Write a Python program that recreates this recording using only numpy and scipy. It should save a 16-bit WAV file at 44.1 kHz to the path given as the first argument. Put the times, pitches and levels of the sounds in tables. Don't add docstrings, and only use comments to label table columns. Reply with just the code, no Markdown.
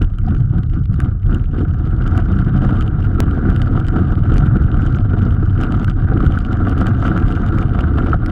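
import sys
import numpy as np
from scipy import signal
from scipy.fft import rfft, irfft
from scipy.io import wavfile
from scipy.ndimage import uniform_filter1d, minimum_filter1d

SR = 44100
rng = np.random.default_rng(int(sys.argv[2]) if len(sys.argv) > 2 else 0)


def log_audio(samples):
    frames = np.atleast_2d(samples).T
    limited = np.clip(frames, -1, 1)
    pcm = np.round(limited * 32767).astype(np.int16)
    wavfile.write(sys.argv[1], SR, pcm)


N = 366471
TIME = np.arange(N) / SR
TAPS = 16384
FREQ = np.maximum(np.arange(TAPS // 2 + 1) * SR / TAPS, 1)
REFERENCE_DB = -35

# resonance in hertz, width in hertz, relative level in dB.
PLATE_MODES = [(530, 218, -3), (706, 98, 2), (744, 60, 0.5), (936, 360, -8.5), (1182, 120, -1.5),
               (1352, 261, 4), (1508, 270, -4.5), (1966, 240, -18.5), (2295, 600, -25.5), (2820, 210, -24),
               (3060, 260, -24.5), (3560, 690, -29), (4526, 1200, -39), (6100, 3830, -47.5),
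               (11000, 8700, -60)]
# resonance in hertz, width in hertz, relative level in dB.
BLADE_MODES = [(180.5, 45.3, 2.5), (231.6, 75, 4), (288.6, 90, -0.5), (327.6, 40, -2), (427.6, 63, -10),
               (494, 120, -20.5)]
# resonance in hertz, width in hertz, relative level in dB.
FRAME_MODES = [(34.6, 19.1, 1), (52.5, 42, -7), (75.15, 13, 0), (97.8, 42.7, -2), (128, 21, -4.5),
               (149, 14, -7.5), (182.2, 16.6, -10)]
# start in seconds, loudest short-time level above 2.8 kHz in dB.
STONE_CRACKS = [(0.018, -34), (0.027, -41.5), (0.045, -42.5), (0.185, -41.5), (0.291, -51), (0.349, -44),
                (0.404, -53), (0.585, -50), (0.698, -50), (0.744, -50), (0.856, -48), (0.941, -46),
                (1.002, -34.5), (1.016, -47), (1.265, -46), (1.346, -35), (2.077, -39), (2.177, -34.5),
                (2.809, -33.5), (2.824, -37), (3.502, -36), (3.562, -33.5), (3.618, -28.5), (3.8, -37.5),
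                (3.867, -41), (3.884, -33.5), (4.34, -41.5), (4.368, -42), (4.381, -32), (4.467, -43),
                (4.864, -41), (5.308, -41), (5.612, -38), (5.635, -32.5), (5.722, -35.5), (5.845, -33.5),
                (5.898, -34.5), (6.264, -35), (6.322, -37), (6.388, -38), (6.695, -38.5), (6.779, -38),
                (6.811, -38), (6.868, -32), (7.027, -41), (7.055, -35), (7.066, -36), (7.08, -35),
                (7.176, -35), (7.28, -41.5), (7.314, -42), (7.323, -35.5), (7.36, -43), (7.463, -39.5),
                (7.585, -35.5), (7.975, -41), (8.261, -35.5)]


def undb(db):
    return 10 ** (np.asarray(db) / 20)


def unit(x):
    return x / np.sqrt(np.mean(x ** 2))


def curves(table):
    seconds, *columns = np.transpose(table)
    return [np.interp(TIME, seconds, column) for column in columns]


def walk(rate):
    step = max(int(SR / rate), 2)
    held = np.repeat(rng.standard_normal(N // step + 1), step)
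    return unit(uniform_filter1d(held, step)[:N])


def swell(middle, length):
    return np.cos(np.pi * np.clip((TIME - middle) / length, -.5, .5)) ** 2


def steady(x, span):
    width = int(span * SR)
    power = uniform_filter1d(uniform_filter1d(x ** 2, width), width)
    return x / np.sqrt(np.maximum(power, 1e-12))


def add(out, start, sound):
    i = max(int(start * SR), 0)
    out[i:i + len(sound)] += sound[:N - i]


def impacts(rate, spread_db, largest=5.0):
    chance = rng.random(N)
    size = np.minimum(rng.exponential(size=N), largest)
    return (chance < rate / SR) * undb(spread_db * size)


def resonances(modes):
    power = 0
    for hz, width, db in modes:
        detune = (FREQ / hz - hz / FREQ) * hz / width
        power = power + undb(db) ** 2 / (1 + detune ** 2 / 2) ** 3
    return np.sqrt(power)


def hard_plate():
    # frequency in hertz, added gain in dB.
    contact_tone = [(600, -21.5), (1500, -12.5), (2400, 4), (3100, 8), (3700, 2.5), (5000, 7.5),
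                    (10500, 13), (15000, 9)]
    hz, db = np.transpose(contact_tone)
    return resonances(PLATE_MODES) * undb(np.interp(np.log(FREQ), np.log(hz), db))


def colours(gain, ripple_db, octaves, count):
    humps = rng.standard_normal((count, 96))
    position = np.log2(FREQ) / octaves
    ripple = np.array([np.interp(position, np.arange(len(h)), h) for h in humps])
    ripples = undb(ripple_db * ripple)
    return gain * ripples / np.sqrt(np.mean(ripples ** 2, axis=0))


def ring(force, gain):
    cepstrum = irfft(np.log(gain + 1e-7))
    cepstrum[1:TAPS // 2] *= 2
    cepstrum[TAPS // 2 + 1:] = 0
    response = irfft(np.exp(rfft(cepstrum)))
    return signal.fftconvolve(force, response)[:len(force)]


def strike(gain, length, above_hz, span):
    t = TIME[:SR // 10]
    force = rng.standard_normal(len(t)) * np.sqrt(t / length) * np.exp(-t / length)
    sound = ring(force, gain)
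    highs = signal.sosfilt(signal.butter(4, above_hz, "high", fs=SR, output="sos"), sound)
    return sound / np.sqrt(uniform_filter1d(highs ** 2, int(span * SR)).max())


def scuffing():
    # start of the full scuff in seconds, its length in seconds,
    # extra grinding in dB, extra shudder in dB.
    scuff_events = [(0.012, 0.009, 10, 8), (0.252, 0.096, 7, 7.5), (0.528, 0.055, 9.5, 9.5),
                    (0.736, 0.05, 5.5, 8.5), (0.983, 0.085, 6.5, 6), (1.293, 0.074, 9, 10),
                    (1.534, 0.1, 6.5, 10), (2.013, 0.18, 5, 2), (3.192, 0.31, 2.5, 4.5),
                    (3.928, 0.075, 0.5, 6), (5.14, 0.13, 3.5, 6.5), (5.589, 0.17, 2.5, 2.5),
                    (6.133, 0.12, 1, 5.5), (6.802, 0.09, 5.5, 4.5), (7.034, 0.21, 3.5, 4.5),
                    (7.976, 0.15, 2.5, 3.5)]
    attack_s, release_s = 0.0092, 0.032
    grind, shake = np.zeros(N), np.zeros(N)
    for start, length, grind_db, shake_db in scuff_events:
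        rise = np.clip((TIME - start) / attack_s + 1, 0, 1)
        fall = np.clip(1 - (TIME - start - length) / release_s, 0, 1)
        grind += grind_db * rise * fall
        shake += shake_db * rise * fall
    return grind, shake


def lifting():
    # middle in seconds, length in seconds,
    # drop of the grinding in dB, drop of the shaking in dB (negative is a rise).
    lift_events = [(0.143, 0.23, 3.5, 8), (0.688, 0.1, 5.5, 0.5), (0.86, 0.089, 13.5, 7),
                   (1.197, .15, 11, 14), (1.467, .14, 4, 4), (2.935, 0.16, 3.5, 3), (3.715, 0.096, 4, -1),
                   (4.155, 0.051, 10.5, 7), (5.059, 0.34, 2.5, 2), (5.948, 0.13, 8.5, 4),
                   (6.428, 0.18, 4, 5), (7.922, 0.11, 3, 0), (8.185, 0.057, 9, 10)]
    grind, shake = np.zeros(N), np.zeros(N)
    for middle, length, grind_db, shake_db in lift_events:
        height = swell(middle, length)
        grind += grind_db * height
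        shake += shake_db * height
    return grind, shake


def crumbling():
    crumble_s, lead_s = 0.035, 0.027
    crumbs = np.zeros(N)
    for start, _ in STONE_CRACKS:
        add(crumbs, start - lead_s, np.hanning(int(crumble_s * SR)))
    return np.minimum(crumbs, 1)


def grinding(judder, bite_db):
    force = impacts(rate=2800, spread_db=0.94) * rng.standard_normal(N) * undb(2.2 * judder)
    cushion_hz = 6500
    gain = resonances(PLATE_MODES) / np.sqrt(1 + (FREQ / cushion_hz) ** 6)
    spots = colours(gain, ripple_db=3.5, octaves=.25, count=5)
    hops = np.cumsum(impacts(rate=110, spread_db=0) > 0)
    contact = rng.integers(len(spots), size=N)[hops]
    sound = sum(ring(force * (contact == k), spot) for k, spot in enumerate(spots))
    return steady(sound, span=0.054) * undb(bite_db)


def crackle(judder, bite_db):
    crumbs = crumbling()
    excess_db = bite_db - bite_db.mean()
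    density_db = 0.33 * excess_db + 1.9 * judder + 2.5 * walk(rate=24) + 3.0 * crumbs
    rate = 125 * undb(density_db)
    bursts = impacts(rate, spread_db=9.0, largest=1.5) * undb(2.1 * crumbs + 0.39 * excess_db)
    brittle_hz = 9000
    gain = hard_plate() / np.sqrt(1 + (FREQ / brittle_hz) ** 4)
    spots = colours(gain, ripple_db=6, octaves=.7, count=4)
    contact = rng.integers(len(spots), size=N)
    grit = rng.standard_normal(N)
    fade = [1, -np.exp(-1 / (0.00074 * SR))]
    sound = np.zeros(N)
    for k, spot in enumerate(spots):
        envelope = signal.lfilter([1], fade, bursts * (contact == k))
        sound += ring(envelope * grit, spot)
    return unit(sound) * undb(-48.0)


def sliding(bite_db):
    # resonance in hertz, width in hertz, relative level in dB.
    slide_modes = [(3045, 240, 0)]
    scrape = unit(ring(rng.standard_normal(N), resonances(slide_modes)))
    return scrape * undb(-72.5 + .5 * (bite_db - REFERENCE_DB) + 1.1 * walk(rate=25))


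def shudder(judder, load_db, grip_db):
    force = impacts(rate=800, spread_db=0.93) * rng.standard_normal(N) * undb(1.4 * judder)
    reference_shudder_db, db_per_load_db = -25, 0.75
    db = reference_shudder_db + db_per_load_db * (load_db - REFERENCE_DB) + grip_db
    return steady(ring(force, resonances(BLADE_MODES)), span=0.065) * undb(db)


def rumble(lift_db):
    force = impacts(rate=400, spread_db=0.5) * rng.standard_normal(N)
    frame = steady(ring(force, resonances(FRAME_MODES)), span=0.07)
    deep_hz = 56
    deep = signal.sosfiltfilt(signal.butter(2, deep_hz, fs=SR, output="sos"), frame)
    eased = deep + (frame - deep) * undb(-lift_db)
    return eased * undb(-14 + 1.08 * walk(rate=4.2))


def engine():
    # time in seconds, level in dB before its random waver.
    engine_levels = [(0, -33), (1.3, -26.5), (2.0, -21), (3.3, -23), (4.6, -28), (5.25, -18), (5.8, -24),
                     (8.31, -31.5)]
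    firing_hz = 95.4
    db, = curves(engine_levels)
    phase = 2 * np.pi * np.cumsum(firing_hz * (1 + 0.0271 * walk(rate=25))) / SR
    drone = np.sin(phase) + undb(-15.5) * np.sin(2 * phase)
    return unit(drone) * undb(db + 3.2 * walk(rate=14))


def chunk_knocks():
    # start in seconds, loudest short-time level above 200 Hz in dB.
    chunk_hits = [(0.012, -16.5), (3.956, -15), (4.315, -19), (4.553, -16), (5.132, -14), (5.425, -18),
                  (5.728, -15.5), (6.227, -16), (6.666, -14), (6.803, -14), (7.062, -16), (7.143, -22)]
    out = np.zeros(N)
    blade = np.hypot(resonances(BLADE_MODES), undb(-21.5) * resonances(PLATE_MODES))
    for start, db in chunk_hits:
        add(out, start, strike(blade, length=0.0063, above_hz=200, span=0.0057) * undb(db))
    return out


def frame_thumps():
    # start in seconds, loudest short-time level above 55 Hz in dB.
    bump_hits = [(0.013, -9.5), (1.257, -7.5), (3.485, -7), (4.331, -10.5), (6.262, -9), (7.235, -8.5),
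                 (8.141, -11)]
    out, frame = np.zeros(N), resonances(FRAME_MODES)
    for start, db in bump_hits:
        add(out, start, strike(frame, length=0.0039, above_hz=55, span=0.0073) * undb(db))
    return out


def snag_knocks():
    # start in seconds, loudest short-time level above 1 kHz in dB,
    # extra hollow ring below 1 kHz in dB.
    snag_hits = [(0.016, -25.5, -12), (2.645, -28, -1), (3.774, -23.5, -5), (3.962, -24, -0.5),
                 (4.318, -30, 7), (5.74, -22.5, -3), (5.879, -24.5, -6), (6.116, -32, 21),
                 (6.203, -20.5, -1), (6.669, -21.5, 3.5), (6.811, -23.5, -5), (6.858, -23, 1),
                 (7.024, -21.5, 4), (7.049, -19.5, -1), (7.074, -27, 7), (7.16, -21, -0.5),
                 (7.114, -25, -2), (7.788, -24.5, -6.5), (7.837, -24.5, 0), (7.983, -21.5, -4),
                 (8.061, -26, 4), (8.139, -23, 1)]
    out, plate = np.zeros(N), resonances(PLATE_MODES)
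    knock_hz = 1000
    hollow = 1 / (1 + (FREQ / knock_hz) ** 10)
    for start, db, hollow_db in snag_hits:
        body = plate * undb(hollow_db * hollow)
        add(out, start, strike(body, length=0.0033, above_hz=knock_hz, span=0.0029) * undb(db))
    return out


def stone_ticks():
    out = np.zeros(N)
    spots = colours(hard_plate(), ripple_db=1.5, octaves=0.95, count=len(STONE_CRACKS))
    for (start, db), spot in zip(STONE_CRACKS, spots):
        add(out, start, strike(spot, length=0.00086, above_hz=2800, span=0.0013) * undb(db))
    return out


def chatters(judder):
    # middle in seconds, central frequency in hertz,
    # level in dB before a 2 dB boost and the judder, length in seconds.
    chatter_notes = [(0.279, 745, -27, 0.025), (0.299, 215, -20.5, 0.18), (0.406, 126.6, -18.5, 0.49),
                     (0.566, 175.3, -16.5, 0.13), (2.468, 181.4, -19.5, 0.9), (2.508, 131.2, -14, 0.55)]
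    out = np.zeros(N)
    wobble_hz = 12 * walk(rate=120) + 5 * walk(rate=10)
    drive = unit(undb(2 * judder))
    for middle, hz, db, length in chatter_notes:
        note = np.sin(2 * np.pi * np.cumsum(hz + wobble_hz) / SR)
        out += undb(db + 2.0) * swell(middle, length) * drive * note
    return out


def dry_click():
    # start in seconds, peak level in dB, decay time constant in seconds.
    click_event = (3.204, -2.2, 0.0019)
    out = np.zeros(N)
    start, db, decay = click_event
    add(out, start, -undb(db) * np.exp(-TIME[:SR // 10] / decay))
    return out


def squeaks():
    # start in seconds, frequency in hertz, peak level of the envelope in dB,
    # twice the envelope's decay time constant in seconds.
    squeak_notes = [(6.374, 1450, -16, 0.0033), (8.131, 1330, -6, 0.0033)]
    out, t = np.zeros(N), TIME[:SR // 10]
    for start, hz, db, decay in squeak_notes:
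        envelope = (t / decay * 2) * np.exp(1 - t / decay * 2)
        add(out, start, undb(db) * envelope * np.sin(2 * np.pi * hz * t))
    return out


def scene():
    # time in seconds,
    # grinding level in dB before scuffs, lifts and bumps.
    load_levels = [(0, -47), (1.45, -44.5), (1.7, -40.5), (2.2, -37), (2.75, -33), (3.0, -35.5),
                   (3.25, -34.5), (4.7, -33), (5.4, -37.5), (5.7, -33.5), (7.2, -32), (8.31, -32.5)]
    load_db, = curves(load_levels)
    scuff_grind_db, scuff_shake_db = scuffing()
    lift_grind_db, lift_shake_db = lifting()
    bumps_db = 1.5 * walk(rate=18)
    bite_db = load_db + scuff_grind_db - lift_grind_db + bumps_db
    grip_db = scuff_shake_db - lift_shake_db + bumps_db
    judder = unit(walk(rate=190) + 1.2 * walk(rate=45))
    edge = grinding(judder, bite_db) + crackle(judder, bite_db) + sliding(bite_db)
    blade = shudder(judder, load_db, grip_db) + chatters(judder)
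    knocks = chunk_knocks() + frame_thumps() + snag_knocks() + stone_ticks()
    brief = dry_click() + squeaks()
    return (edge + blade + knocks + brief + rumble(lift_shake_db) + engine())[None]


def record(dry):
    ceiling, top_hz = 0.85, 15900
    hold = int(0.0092 * SR)
    gain = np.minimum(1, ceiling / (np.abs(dry[0]) + 1e-9))
    gain = uniform_filter1d(minimum_filter1d(gain, hold), hold)
    gain = gain * np.minimum(1, (TIME[-1] - TIME) / .004)
    low_pass = signal.ellip(8, .2, 70, top_hz, fs=SR, output="sos")
    return signal.sosfilt(low_pass, dry * gain)


dry = scene()
out = record(dry)
log_audio(out)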